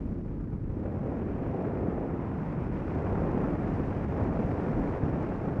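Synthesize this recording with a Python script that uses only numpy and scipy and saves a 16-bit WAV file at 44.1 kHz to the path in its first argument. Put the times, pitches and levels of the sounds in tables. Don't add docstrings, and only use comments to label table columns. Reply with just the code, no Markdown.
import sys
import numpy as np
from scipy import signal
from scipy.fft import rfft, irfft, next_fast_len
from scipy.io import wavfile
from scipy.ndimage import uniform_filter1d

SR = 44100
rng = np.random.default_rng(int(sys.argv[2]) if len(sys.argv) > 2 else 0)


def transcribe(signal):
    frames = np.atleast_2d(signal).T
    limited = np.clip(frames, -1, 1)
    pcm = np.round(limited * 32767).astype(np.int16)
    wavfile.write(sys.argv[1], SR, pcm)


N = 246959

# frequency_hz, density_db
FIZZ_SPECTRUM = [(1300, -19), (2600, 6.5), (3400, 4.5), (4100, 2.5), (5500, 2), (7100, -4.5), (8600, -10),
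                 (10400, -13.5), (15000, -13.5)]


def gain_of(db):
    return 10 ** (np.asarray(db) / 20)


def evened(x):
    return x / np.sqrt(np.mean(x ** 2) + 1e-20)


def colour(x, points):
    point_hz, point_db = np.transpose(points)
    size = next_fast_len(N)
    hz = np.fft.rfftfreq(size, 1 / SR)
    response_db = np.interp(np.log(hz + 1), np.log(point_hz + 1), point_db)
    filtered = irfft(rfft(x, size) * gain_of(response_db), size)
    return evened(filtered[:N])


def curve(points):
    s, *columns = np.transpose(points)
    return [np.interp(np.arange(N) / SR, s, c) for c in columns]


def bells(table, half_s):
    s, *columns_db = np.transpose(table)
    shapes = np.exp(-((np.arange(N) / SR - s[:, None]) / half_s) ** 2)
    return np.array(columns_db) @ shapes


def flutter(lo_hz, hi_hz):
    fall_db = -10 * np.log10(hi_hz / lo_hz)
    points = [(lo_hz / 2, -40), (lo_hz, 0), (hi_hz, fall_db), (hi_hz * 2, -60)]
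    return colour(rng.standard_normal(N), points)


def steadied(x, span_s, share):
    size = round(span_s * SR)
    power = uniform_filter1d(uniform_filter1d(x ** 2, size), size)
    return evened(x / (abs(power) + 1e-9) ** (np.clip(share, 0, 1) / 2))


def eddies(points, level_db, ragged_db, steady):
    lump_s = .06
    fluttering = rng.standard_normal(N) * gain_of(ragged_db)
    noise = colour(fluttering, points)
    return gain_of(level_db) * steadied(noise, lump_s, steady)


def large_eddies(swell_db):
    # start_s, sway_db, buffet_db
    buffet_level = [(0.0, -44, -41.5), (.35, -40.5, -42), (.55, -41.5, -40), (.75, -37.5, -40),
                    (.95, -52, -37.5), (1.1, -45, -39), (1.4, -43.5, -35), (1.65, -52, -42),
                    (1.83, -52, -32.5), (2.0, -43.5, -47.5), (2.15, -53.5, -37), (2.5, -46.5, -42.5),
                    (2.78, -37, -40.5), (2.95, -54, -36.5), (3.15, -41, -34), (3.35, -41, -42.5),
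                    (3.6, -42, -36.5), (4.0, -44, -37), (4.2, -50, -34), (4.38, -37.5, -38.5),
                    (4.55, -51, -37.5), (4.8, -35, -44.5), (4.93, -46, -37.5), (5.05, -43, -36),
                    (5.38, -43, -43), (5.55, -46, -40), (5.6, -47, -26)]
    # frequency_hz, density_db
    buffet_spectrum = [(25, -42), (50, -11), (70, -3), (95, 0.5), (120, -7.5), (250, -39.5), (500, -84.5)]
    sway_spectrum = [(8, -42.5), (20, -9), (35, -1), (50, 0), (65, -8), (120, -40.5), (300, -83)]
    sway_db, buffet_db = curve(buffet_level)
    buffet = eddies(buffet_spectrum, buffet_db + swell_db, 0, 0.6)
    sway = eddies(sway_spectrum, sway_db + swell_db, 0, 0.22)
    return buffet + sway


def middle_eddies(rumble_db, growl_db, swell_db, knocks, flicker):
    # frequency_hz, density_db
    rumble_spectrum = [(40, -30), (85, -9.5), (120, 1.5), (165, 3), (210, -2.5), (300, -31), (600, -81)]
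    growl_spectrum = [(90, -35.5), (170, -6), (220, -0.5), (290, -1), (350, -7), (500, -33), (1000, -78)]
    rumble = eddies(rumble_spectrum, rumble_db + swell_db + 0.52 * knocks, 0.21 * flicker, 0.62)
    growl = eddies(growl_spectrum, growl_db + swell_db + 0.53 * knocks, 0.81 * flicker, .55)
    return rumble + growl


def roaring_eddies(roar_db, rush_db, swell_db, lumps, flurries, flicker):
    # frequency_hz, density_db
    brisk_spectrum = [(150, -39), (280, -8.5), (370, -1), (520, -4.5), (800, -12), (1100, -27.5),
                      (2200, -74.5)]
    slack_spectrum = [(150, -37), (280, -7), (350, -2), (450, -5), (650, -15), (1100, -36.5), (2200, -75.5)]
    slack_db, brisk_db = -60.5, -45.
    brisk = np.clip((rush_db - slack_db) / (brisk_db - slack_db), 0, 1)
    level_db = roar_db + swell_db + 0.3 * lumps
    ragged_db = 0.25 * flurries + 1.2 * flicker
    bright = eddies(brisk_spectrum, level_db, ragged_db, 0.66)
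    dull = eddies(slack_spectrum, level_db, ragged_db, 0.65)
    return np.sqrt(brisk) * bright + np.sqrt(1 - brisk) * dull


def small_eddies(rush_db, whoosh_db, swell_db, lumps, flurries, flicker):
    # frequency_hz, density_db
    rush_spectrum = [(300, -31.5), (700, -1), (950, -1), (1400, -7.5), (1900, -16), (2600, -35.5),
                     (4000, -68.5)]
    whoosh_spectrum = [(700, -36.5), (1400, -3.5), (1800, -1.5), (2400, -4.5), (2750, -11), (3200, -19),
                       (4000, -31.5), (6000, -62.5)]
    rush_level_db = rush_db + swell_db + 0.57 * lumps
    whoosh_level_db = whoosh_db + 0.66 * swell_db + 0.55 * lumps
    rush = eddies(rush_spectrum, rush_level_db, 0.22 * flurries + 1.2 * flicker, 0.44)
    whoosh = eddies(whoosh_spectrum, whoosh_level_db, 0.36 * flurries + 1.5 * flicker, 0.38)
    return rush + whoosh


def crackle(per_s, spread_db):
    excess = np.minimum(rng.exponential(1, N), 4)
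    size = gain_of(spread_db * excess) * rng.choice([-1., 1.], N)
    struck = rng.random(N) < per_s / SR
    return colour(size * struck, FIZZ_SPECTRUM)


def smallest_eddies(fizz_db, lull_db, lumps, flurries, flicker):
    level_db = fizz_db + 0.34 * lumps - lull_db
    ragged_db = 0.25 * flurries + 0.37 * flicker + 0.27 * flutter(6.2, 30.)
    fizz = eddies(FIZZ_SPECTRUM, level_db, ragged_db, .3)
    return fizz + gain_of(level_db - 6.5) * crackle(150., 2.5)


def wind():
    # start_s, rumble_db, growl_db, roar_db, rush_db
    airflow = [(0.0, -40, -38.5, -48, -59), (.19, -39.5, -41, -45.5, -59.5),
               (.4, -39.5, -39.5, -48.5, -58.5), (.65, -38.5, -43, -49, -60.5),
               (.74, -41, -39.5, -43.5, -57.5), (.85, -44.5, -35, -40, -54),
               (1.0, -34.5, -41, -41.5, -52.5), (1.1, -39, -36.5, -37, -50.5),
               (1.25, -42.5, -36, -41, -50.5), (1.6, -34.5, -38.5, -35, -49), (1.8, -40, -36, -36, -48),
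               (2.05, -40.5, -36.5, -36.5, -48), (2.17, -40, -36.5, -40.5, -48),
               (2.4, -35.5, -40, -42, -46.5), (2.6, -34.5, -38, -41, -48), (2.8, -36.5, -36, -41.5, -48.5),
               (3.05, -35.5, -38, -36, -44.5), (3.35, -33, -33, -33.5, -43.5),
               (3.6, -37.5, -33, -38.5, -44.5), (3.9, -35, -38, -38.5, -47), (4.1, -33.5, -35.5, -39, -46),
               (4.2, -38, -34.5, -34, -42.5), (4.45, -31.5, -34.5, -36, -46.5), (4.6, -40, -35, -37.5, -44),
               (4.7, -31.5, -35.5, -37, -44), (4.82, -37, -31, -36.5, -44.5), (4.9, -36, -35.5, -37.5, -45),
               (4.97, -42, -40, -35, -43.5), (5.07, -33, -35.5, -37, -44.5), (5.28, -38, -34.5, -37, -45.5),
               (5.38, -38, -40, -39, -45), (5.47, -35, -37, -36.5, -46.5), (5.6, -36, -36.5, -39.5, -46)]
    # start_s, whoosh_db, fizz_db
    fizz_level = [(0.0, -68.5, -80), (.6, -71.5, -83), (.72, -69.5, -81.5), (.85, -65, -79.5),
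                  (1.1, -62, -78.5), (1.54, -59.5, -77.5), (2.13, -60.5, -78), (2.75, -58, -74),
                  (2.95, -57, -72.5), (3.17, -56.5, -72.5), (4.0, -56.5, -72), (4.7, -56.5, -71),
                  (5.3, -57, -72.5), (5.6, -59.5, -75)]
    # centre_s, sway_and_buffet_db, rumble_and_growl_db, roar_and_rush_db (whoosh takes 0.66 of the last)
    thumps = [(.06, 9, 2, 1), (.125, -3, 6.5, 2.5), (.535, 3, 1.5, 7), (.6, -9, -7, 0.5), (.7, 9, 1, 4),
              (.86, 6, -8, 3.5), (1.889, -5, 5.5, 0.5), (2.0, 1, -1, -4), (2.62, 8.5, -1, -1),
              (2.72, 7, -2, 0), (2.97, 8, 3.5, 0), (3.13, 5, -3, 1.5), (3.57, -7, -12, -0.5),
              (3.8, 5, 7, 4), (3.93, 2, -5, 1.5), (4.23, 6, 5, -1.5), (4.295, 1, 5, 3.5), (4.4, 1, 4, 2),
              (4.445, 3, 0, 0), (4.665, 2, 3.5, 1.5), (4.78, 1, 6, 2), (4.833, -3, 6, 2.5),
              (5.04, 7, 4, -1), (5.085, -10, 6, 1.5), (5.18, 0, 1.5, 0)]
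    # centre_s, roar_and_rush_depth_db (whoosh takes 0.66 of it), fizz_depth_db
    lulls = [(.23, 6, 1), (.63, 2, 0), (1.25, 2.5, 0), (2.14, -1, 1), (2.58, 0.5, 4), (2.7, 2.5, 4),
             (3.58, 1.5, 3), (4.07, 4, 3), (4.3, 4, 4), (5.0, 2.5, 2), (5.12, 1.5, 4), (5.38, 3.5, 0)]
    # centre_s, roar_db, rush_db (whoosh takes 0.66 of it)
    bursts = [(.283, -1, 7), (.875, 1, 2), (1.06, 4, 3), (1.169, -1, 3), (1.468, 6.5, 0), (1.546, 5.5, -2),
              (1.656, 1, 6), (1.684, 3.5, 5.5), (1.98, 3, 5), (2.028, -2, 2), (2.21, 4, 6), (3.07, -4, 4.5),
              (3.236, 2, 5), (3.352, -1, -2.5), (3.445, -4, 4.5), (4.277, -5, 2), (4.514, 1, 8),
              (4.6, 8.5, 4), (4.685, 2, 6), (4.939, 4, 7), (5.321, 3, 4), (5.489, 1, 3)]
    thump_s, lull_s, burst_s = 0.0084, 0.016, 0.0037

    rumble_db, growl_db, roar_db, rush_db = curve(airflow)
    whoosh_db, fizz_db = curve(fizz_level)
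    buffet_swell_db, rumble_swell_db, thump_db = bells(thumps, thump_s)
    rush_lull_db, fizz_lull_db = bells(lulls, lull_s)
    roar_burst_db, rush_burst_db = bells(bursts, burst_s)
    swell_db = thump_db - rush_lull_db

    lumps, knocks = flutter(3.8, 13.0), flutter(10.0, 49.0)
    flurries, flicker = flutter(13.0, 60.0), flutter(26.0, 250.0)
    large = large_eddies(buffet_swell_db)
    middle = middle_eddies(rumble_db, growl_db, rumble_swell_db, knocks, flicker)
    roar = roaring_eddies(roar_db, rush_db, swell_db + roar_burst_db, lumps, flurries, flicker)
    small = small_eddies(rush_db, whoosh_db, swell_db + rush_burst_db, lumps, flurries, flicker)
    smallest = smallest_eddies(fizz_db, fizz_lull_db, lumps, flurries, flicker)
    return large + middle + roar + small + smallest


def whine():
    # pitch_hz, level_db
    tones = [(10519, -99)]
    t = np.arange(N) / SR
    total = np.zeros(N)
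    for pitch_hz, level_db in tones:
        waver_db = 1.5 * flutter(3., 30.)
        sine = np.sqrt(2) * np.sin(2 * np.pi * pitch_hz * t)
        total = total + gain_of(level_db + waver_db) * sine
    return total


def hiss():
    # frequency_hz, density_db
    hiss_spectrum = [(2100, 0), (8000, -4.5), (15500, -1)]
    return gain_of(-95) * colour(rng.standard_normal(N), hiss_spectrum)


def scene():
    return (wind() + whine() + hiss())[None]


def record(dry):
    # frequency_hz, gain_db
    treble_rolloff = [(0, 0), (10500, 0), (11800, -5), (12700, -6), (12800, -17), (22050, -17)]
    fade_s, edge_hz = .006, 15700
    hz, db = np.transpose(treble_rolloff)
    edge = np.minimum(np.arange(N), np.arange(N)[::-1]) / (fade_s * SR)
    soft = dry * np.sin(np.pi / 2 * np.minimum(edge, 1)) ** 2
    treble_filter = signal.firwin2(1023, hz, gain_of(db), fs=SR)
    dull = signal.oaconvolve(soft, treble_filter[None], "same")
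    band_filter = signal.firwin(511, edge_hz, window=("kaiser", 9), fs=SR)
    return signal.oaconvolve(dull, band_filter[None], "same")


dry = scene()
out = record(dry)
transcribe(out)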